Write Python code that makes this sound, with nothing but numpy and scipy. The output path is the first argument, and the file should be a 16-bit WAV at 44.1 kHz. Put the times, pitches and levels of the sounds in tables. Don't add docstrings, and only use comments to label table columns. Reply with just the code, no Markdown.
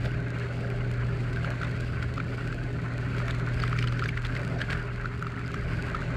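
import sys
import numpy as np
from scipy import signal
from scipy.fft import rfft, irfft
from scipy.io import wavfile
from scipy.ndimage import map_coordinates

SR = 44100
rng = np.random.default_rng(int(sys.argv[2]) if len(sys.argv) > 2 else 0)


def generate_wav(signal):
    frames = np.transpose(np.atleast_2d(signal))
    scaled = np.clip(frames, -1, 1) * 32767
    pcm = np.round(scaled).astype(np.int16)
    wavfile.write(sys.argv[1], SR, pcm)


N = 271656
TIME = np.arange(N) / SR

# (pitch [Hz], level against the hum [dB])
PUMP_TONES = [(120.3, 0.5), (60.34, -12)]
# (time [s], level [dB])
HUM_LEVELS = [(0.0, -31), (0.6, -34), (1.03, -28.5), (1.1, -31.5), (2.74, -35), (3.84, -29), (4.3, -34),
              (5.65, -37.5), (5.75, -32), (5.95, -42.5), (6.06, -32.5), (6.16, -35.5)]
# (time [s], level [dB])
WHINE_LEVELS = [(0, -49.5), (1.2, -48.5), (2.4, -53), (4.4, -54.5), (4.849, -48.5), (6.16, -50.5)]
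# (pitch [Hz], width [Hz], gain against each other [dB])
TUB_MODES = [(39, 3.7, 0), (60.1, 5.6, -6), (78.3, 20, -7), (102, 34, -14.5)]
# (time [s], half length [s], rise [dB])
SLOSHES = [(0.03, 0.045, 12), (2.007, 0.2, 7), (2.744, 0.078, 4.5), (4.64, .09, 5), (5.77, 0.22, 6)]
# (pitch [Hz], width [Hz], gain against each other, before it wanders [dB])
WALL_MODES = [(142.1, 11, 3.5), (161.3, 7.7, 8), (180, 39.6, -1.5), (219.7, 30.6, -4.5),
              (263.6, 19.8, -1.5), (289.7, 64, -7), (388.6, 54.7, -4.5)]
# (pitch [Hz], width [Hz], gain against each other [dB])
WASH_MODES = [(494, 56, -2), (584, 68, 2.5), (685.6, 39, 0), (826, 81, -7)]
# (time [s], half length [s], spray rise [dB], wash rise [dB])
SWEEPS = [(0.06, 0.019, -3, 11.5), (0.4, 0.09, 3.5, -4), (0.617, 0.21, 2.5, 5.5), (1.475, 0.047, 2.5, 9),
          (1.654, 0.085, 2.5, 1), (2.407, 0.12, 3.5, 0.5), (3.245, 0.098, 1.5, 3.5), (3.634, 0.14, 2, 5),
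          (3.79, 0.13, 0.5, -5.5), (4.31, 0.21, 5, 1.5), (4.558, 0.069, 0.5, 8), (4.732, 0.078, 6.5, 2),
          (6.02, 0.33, 5.5, 4)]
# (time [s], half length [s], dip [dB])
LULLS = [(4.203, 0.079, -4), (5.205, 0.35, -3.5)]
# (pitch [Hz], gain [dB])
SPRAY_COLOUR = [(700, -9), (1000, 0), (1280, 2.5), (1400, 5), (1580, 9.5), (1740, -2), (2000, 1),
                (2400, -3.5), (2700, -10), (3300, -24.5)]
# (pitch [Hz], gain [dB])
MIST_COLOUR = [(1000, 3), (2400, 10.5), (3700, -1), (4450, 2.5), (5100, -7), (6000, -11), (7300, -9.5),
               (8600, -14), (9900, -25.5), (10900, -19), (12400, -27), (14200, -36)]
# (pitch [Hz], gain [dB])
SPLASH_COLOUR = [(450, 9), (950, -10), (1400, 10), (2300, 5), (3200, -0.5), (3800, -4), (4500, -4),
                 (6000, -17.5), (8500, -19), (9900, -31), (12300, -29), (14500, -42)]
# (time [s], level before the trim [dB], swell time [s])
GUSHES = [(0.0604, -28, 0.0098), (0.595, -50, 0.0067), (1.63, -40, 0.016), (1.715, -43, 0.02),
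          (3.22, -39.5, 0.033), (3.31, -35, .004), (3.6, -31, 0.005), (3.67, -38, 0.04), (3.81, -52, 0.028),
          (4.045, -35.5, 0.03), (4.176, -37, 0.016), (4.2584, -34, 0.01), (4.364, -32, 0.0093),
          (4.613, -28, 0.012), (4.675, -39, 0.0083), (4.728, -30, 0.018)]
# (time [s], level before the trim [dB])
TICKS = [(0.052, -42), (0.7012, -41), (0.914, -38.5), (1.46, -53), (1.5034, -38), (2.0305, -43),
         (2.5442, -45), (3.1821, -43.5), (3.2815, -40), (3.309, -39), (3.5425, -45), (3.5995, -50),
         (3.696, -43.5), (4.0845, -40), (4.3745, -45), (4.394, -44), (5.2246, -41), (5.268, -51),
         (5.5429, -40), (5.733, -46.5), (5.866, -45)]
# (time [s], ring level before the trim [dB], ring pitch at the peak [Hz], splash level before the trim [dB])
SPLATS = [(0.0594, -39, 1954, -40.5), (0.647, -24.5, 1526, -56), (1.36, -28, 1530, -47),
          (1.3712, -22.5, 1544, -47), (1.4457, -19, 1394, -40), (1.614, -25, 1400, -44),
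          (1.632, -21, 1402, -38.5), (1.6476, -37, 3600, -45), (2.026, -27, 1430, -38.5),
          (2.1725, -33, 1450, -48), (2.179, -19.5, 1330, -42), (2.2009, -18.5, 1403, -47),
          (2.2017, -27, 2350, -51), (2.4095, -25, 1402, -58), (2.5262, -28, 1367, -41.5),
          (3.182, -24, 1480, -44), (3.282, -26, 1312, -39), (3.308, -35, 3660, -36), (3.6, -35, 5000, -39),
          (3.6197, -29, 4500, -49), (3.629, -31, 1695, -43), (3.6368, -15.5, 1295, -37.5),
          (3.6777, -36, 2400, -37.5), (3.7289, -17.5, 1297, -42.5), (3.7627, -23.5, 1427, -53),
          (3.7885, -27, 2400, -31.5), (3.8147, -33, 1625, -48), (3.8258, -27, 2820, -35),
          (3.841, -23, 1310, -39), (3.8735, -26.5, 3000, -35.5), (3.8828, -33, 4280, -46),
          (3.924, -23.5, 1256, -43), (3.9936, -30, 1647, -35), (4.0224, -16.5, 1340, -46),
          (4.032, -20, 1373, -54), (4.0386, -33.5, 5000, -38), (4.058, -23, 1573, -36),
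          (4.0897, -19.5, 2290, -34), (4.1718, -24.5, 1420, -46), (4.175, -22, 1990, -39.5),
          (4.249, -30, 3500, -44), (4.262, -35, 4000, -45), (4.351, -28, 1476, -40),
          (4.3654, -24, 2045, -40.5), (4.604, -24, 1580, -48), (4.6156, -16, 1680, -31.5),
          (4.718, -20, 1590, -51), (4.727, -23.5, 1947, -43), (5.0454, -23, 1340, -58),
          (5.057, -17.5, 1420, -43), (5.225, -17.5, 1374, -56), (5.268, -21, 1300, -42.5),
          (5.4607, -38, 4850, -53), (5.542, -23, 1275, -38), (5.946, -19.5, 1280, -50),
          (5.9492, -17.5, 1355, -40.5), (6.0213, -23, 1500, -47)]

WHINE_HZ = 407.7
CHURN_DB, DRUM_DB, WASH_DB, SPRAY_DB, MIST_DB = -38.5, -37, -49, -46, -51
SPRAY_PERIOD_S, SPRAY_PEAK_S, SPRAY_SWING_DB = 1.865, 1.5, 1.9
FLATTEN_S = 0.001486
TOP_HZ = 15000


def undb(db):
    return 10 ** (np.asarray(db) / 20)


def unit(x):
    return x / np.sqrt(np.mean(x ** 2))


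def walk(rate):
    steps = rng.standard_normal(1024)
    return unit(np.interp(TIME * 2 * rate, np.arange(len(steps)), steps))


def pump(flutter_db=0.85, tone_waver_rad=0.18, whine_waver_rad=0.19):
    tones = 0
    for hz, db in PUMP_TONES:
        phase = 2 * np.pi * hz * TIME + tone_waver_rad * walk(2)
        tones = tones + undb(db + flutter_db * walk(11)) * np.sin(phase)
    hum = tones * undb(np.interp(TIME, *np.transpose(HUM_LEVELS)))
    whine_db = np.interp(TIME, *np.transpose(WHINE_LEVELS))
    whine = undb(whine_db) * np.sin(2 * np.pi * WHINE_HZ * TIME + whine_waver_rad * walk(2.7))
    return np.sqrt(2) * (hum + whine)


def resonate(x, hz, width):
    b, a = signal.iirpeak(hz, hz / (1.55 * width), fs=SR)
    once = signal.lfilter(b, a, x)
    return signal.lfilter(b, a, once)


def passing(at, half_s):
    return np.exp(-((TIME - at) / half_s) ** 2)


def tub():
    rumble = 0
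    for hz, width, db in TUB_MODES:
        rumble = rumble + undb(db) * resonate(rng.standard_normal(N), hz, width)
    slosh_db = sum(db * passing(at, half_s) for at, half_s, db in SLOSHES)
    return unit(rumble) * undb(CHURN_DB + slosh_db)


def drops(rate, spread_db):
    size = undb(spread_db * np.minimum(rng.exponential(size=N), 4))
    hit = rng.random(N) < rate / SR
    return unit(hit * size * rng.choice([-1, 1], N))


def lull():
    return sum(db * passing(at, half_s) for at, half_s, db in LULLS)


def walls(wander_db=1, lull_share=1.1):
    drumming = 0
    for hz, width, db in WALL_MODES:
        lumps = drops(rate=900, spread_db=1.5)
        drumming = drumming + undb(db + wander_db * walk(4.5)) * resonate(lumps, hz, width)
    return unit(drumming) * undb(DRUM_DB + lull_share * lull())


def drift(x, share, rate):
    places = np.arange(N) + np.cumsum(share * walk(rate))
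    return map_coordinates(x, [places], mode="mirror")


def wash_flow():
    return sum(db * passing(at, half_s) for at, half_s, _, db in SWEEPS)


def wash(lull_share=2.0, wander_db=1.4):
    rush = 0
    for hz, width, db in WASH_MODES:
        water = drops(rate=1000, spread_db=3.0)
        rush = rush + undb(db + wander_db * walk(4)) * resonate(water, hz, width)
    sliding = unit(drift(rush, share=0.025, rate=2))
    return sliding * undb(WASH_DB + wash_flow() + lull_share * lull())


def colour(x, points):
    hz = np.arange(N // 2 + 1) * SR / N + 1e-3
    at, db = np.transpose(points)
    ends = np.minimum(hz / at[0], 1) ** 3 * np.minimum(at[-1] / hz, 1) ** 3
    gain = undb(np.interp(np.log(hz), np.log(at), db))
    return irfft(rfft(x) * ends * gain, N)


def reflect(x, decay_s, wet_db):
    t = np.arange(4096) / SR
    tail = rng.standard_normal(len(t)) * t * np.exp(-t / decay_s)
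    echo = signal.fftconvolve(x, tail / np.linalg.norm(tail))[:N]
    return x + undb(wet_db) * echo


def turn(period_s, peak_s):
    return np.cos(2 * np.pi * (TIME - peak_s) / period_s)


def spray_flow():
    close = sum(db * passing(at, half_s) for at, half_s, db, _ in SWEEPS)
    return SPRAY_SWING_DB * turn(SPRAY_PERIOD_S, SPRAY_PEAK_S) + close


def shifting_echo(x):
    return unit(drift(reflect(x, decay_s=0.0042, wet_db=-9.5), share=0.04, rate=5))


def spray(surge_db=2.0, flicker_db=1.25, mist_share=0.53, patter_lull_share=0.62, mist_lull_share=1.0):
    patter = shifting_echo(colour(drops(rate=600, spread_db=0.4), SPRAY_COLOUR))
    mist = shifting_echo(colour(drops(rate=9000, spread_db=-0.5), MIST_COLOUR))
    flow_db, lull_db = spray_flow(), lull()
    patter_db = SPRAY_DB + flow_db + patter_lull_share * lull_db + surge_db * walk(22)
    mist_db = MIST_DB + mist_share * flow_db + mist_lull_share * lull_db + flicker_db * walk(45)
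    return patter * undb(patter_db) + mist * undb(mist_db)


def contact(t, rise, fall):
    u = t / np.where(t < 0, rise, fall)
    return np.exp(1 - np.sqrt(1 + u ** 2))


def add(out, at, sound):
    start = int(at * SR) - len(sound) // 2
    lo, hi = max(start, 0), min(start + len(sound), N)
    out[lo:hi] += sound[lo - start:hi - start]


def plop(hz, cycles):
    t = np.arange(-512, 512) / SR
    swell = contact(t, cycles / hz, cycles / hz)
    return swell * np.sin(2 * np.pi * (hz * t + rng.random()))


def plops(plop_db=-6.0, spread_db=3.5, clump_db=2.5, fall_db=-3.0, cycles=2, low_hz=1280, span=1.19,
          count=1300):
    out = np.zeros(N)
    flow_db = SPRAY_DB + spray_flow() + clump_db * walk(7.9)
    for when, pitch, size in rng.random((count, 3)):
        octaves = span * pitch ** 2
        size_db = spread_db * min(-np.log(1 - size), 4)
        db = flow_db[int(when * N)] + plop_db + fall_db * octaves + size_db
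        add(out, when * N / SR, undb(db) * plop(low_hz * 2 ** octaves, cycles))
    return out


def bubbles(bubble_db=2.0, spread_db=2.5, fall_db=-6, low_hz=1450, span=1.0, cycles=13, rise_per_s=2.2,
            count=240):
    t = np.arange(-2048, 2048) / SR
    out = np.zeros(N)
    flow_db = SPRAY_DB + spray_flow() + lull()
    for when, pitch, size in rng.random((count, 3)):
        octaves = span * pitch ** 2
        hz = low_hz * 2 ** octaves
        size_db = spread_db * min(-np.log(1 - size), 2)
        db = flow_db[int(when * N)] + bubble_db + fall_db * octaves + size_db
        tone = np.sin(2 * np.pi * hz * (t + rise_per_s * t ** 2 / 2))
        add(out, when * N / SR, undb(db) * contact(t, 1 / hz, cycles / hz) * tone)
    return out


def flecks(fleck_db=-61, spread_db=4.0, rate=70):
    droplets = colour(drops(rate=rate, spread_db=spread_db), MIST_COLOUR)
    clicks = np.gradient(droplets)
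    return unit(clicks) * undb(fleck_db + spray_flow() + lull())


def gushes(gush_db=-7, spread_db=5.0, cutoff_share=0.31):
    t = np.arange(-8192, 8192) / SR
    flow = np.zeros(N)
    for at, db, swell_s in GUSHES:
        add(flow, at, undb(db + gush_db) * contact(t, swell_s, cutoff_share * swell_s))
    return flow * unit(colour(drops(rate=550, spread_db=spread_db), SPLASH_COLOUR))


def cracks(hits, points, die_s):
    t = np.arange(-256, 256) / SR
    out = np.zeros(N)
    for at, db in hits:
        burst = rng.standard_normal(len(t)) * contact(t, die_s, die_s / 2)
        add(out, at + FLATTEN_S, undb(db) * burst / np.linalg.norm(burst))
    filter_strength = np.linalg.norm(colour(signal.unit_impulse(N), points))
    return colour(out, points) * np.sqrt(SR / 1000) / filter_strength


def ticks(tick_db=1.0):
    bright = [(hz, db + 20 * np.log10(hz)) for hz, db in MIST_COLOUR]
    return undb(tick_db) * cracks(TICKS, bright, die_s=0.0007)


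def splats(ring_db=-4.0, ring_rise_s=0.00099, ring_fall_s=0.0012, glide=0.0306, splash_db=4,
           splash_s=0.0017, crack_db=5, light_hz=1100):
    t = np.arange(-1024, 1024) / SR
    rings, force = np.zeros((2, N))
    for at, db, hz, burst_db in SPLATS:
        pitch = hz * (1 + glide * rng.choice([-1, 1]) * np.tanh(t / ring_fall_s))
        tone = np.sin(2 * np.pi * (np.cumsum(pitch) / SR + rng.random()))
        ring = undb(db + ring_db) * contact(t, ring_rise_s, ring_fall_s) * tone
        add(rings, at + FLATTEN_S, ring)
        add(force, at + FLATTEN_S, undb(burst_db + splash_db) * contact(t, splash_s, splash_s))
    splash = force * unit(colour(rng.standard_normal(N), SPLASH_COLOUR))
    crack_hits = [(at, burst_db + crack_db) for at, _, _, burst_db in SPLATS]
    splash += cracks(crack_hits, SPLASH_COLOUR, die_s=0.00053)
    no_thump = signal.butter(4, light_hz, "high", fs=SR, output="sos")
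    splash = signal.sosfilt(no_thump, splash)
    return rings + reflect(splash, decay_s=0.0052, wet_db=-13)


def spatter(drop_db=-3.0, fall_db=-4.0, scatter_s=0.012, low_hz=1400, span=2.61, cycles=2.1, count=7):
    out = np.zeros(N)
    for at, _, _, burst_db in SPLATS:
        lags = scatter_s * rng.standard_normal(count)
        heights = span * rng.random(count)
        for lag, octaves in zip(lags, heights):
            db = burst_db + drop_db + fall_db * octaves
            add(out, at + lag, undb(db) * plop(low_hz * 2 ** octaves, cycles))
    return out


def scene():
    machine = pump() + tub() + walls()
    shower = wash() + spray() + plops() + bubbles() + flecks()
    hits = gushes() + ticks() + splats() + spatter()
    return (machine + shower + hits)[None]


def record(dry):
    treble_cut = signal.ellip(8, 0.2, 70, TOP_HZ, fs=SR, output="sos")
    return signal.sosfilt(treble_cut, dry)


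dry = scene()
out = record(dry)
generate_wav(out)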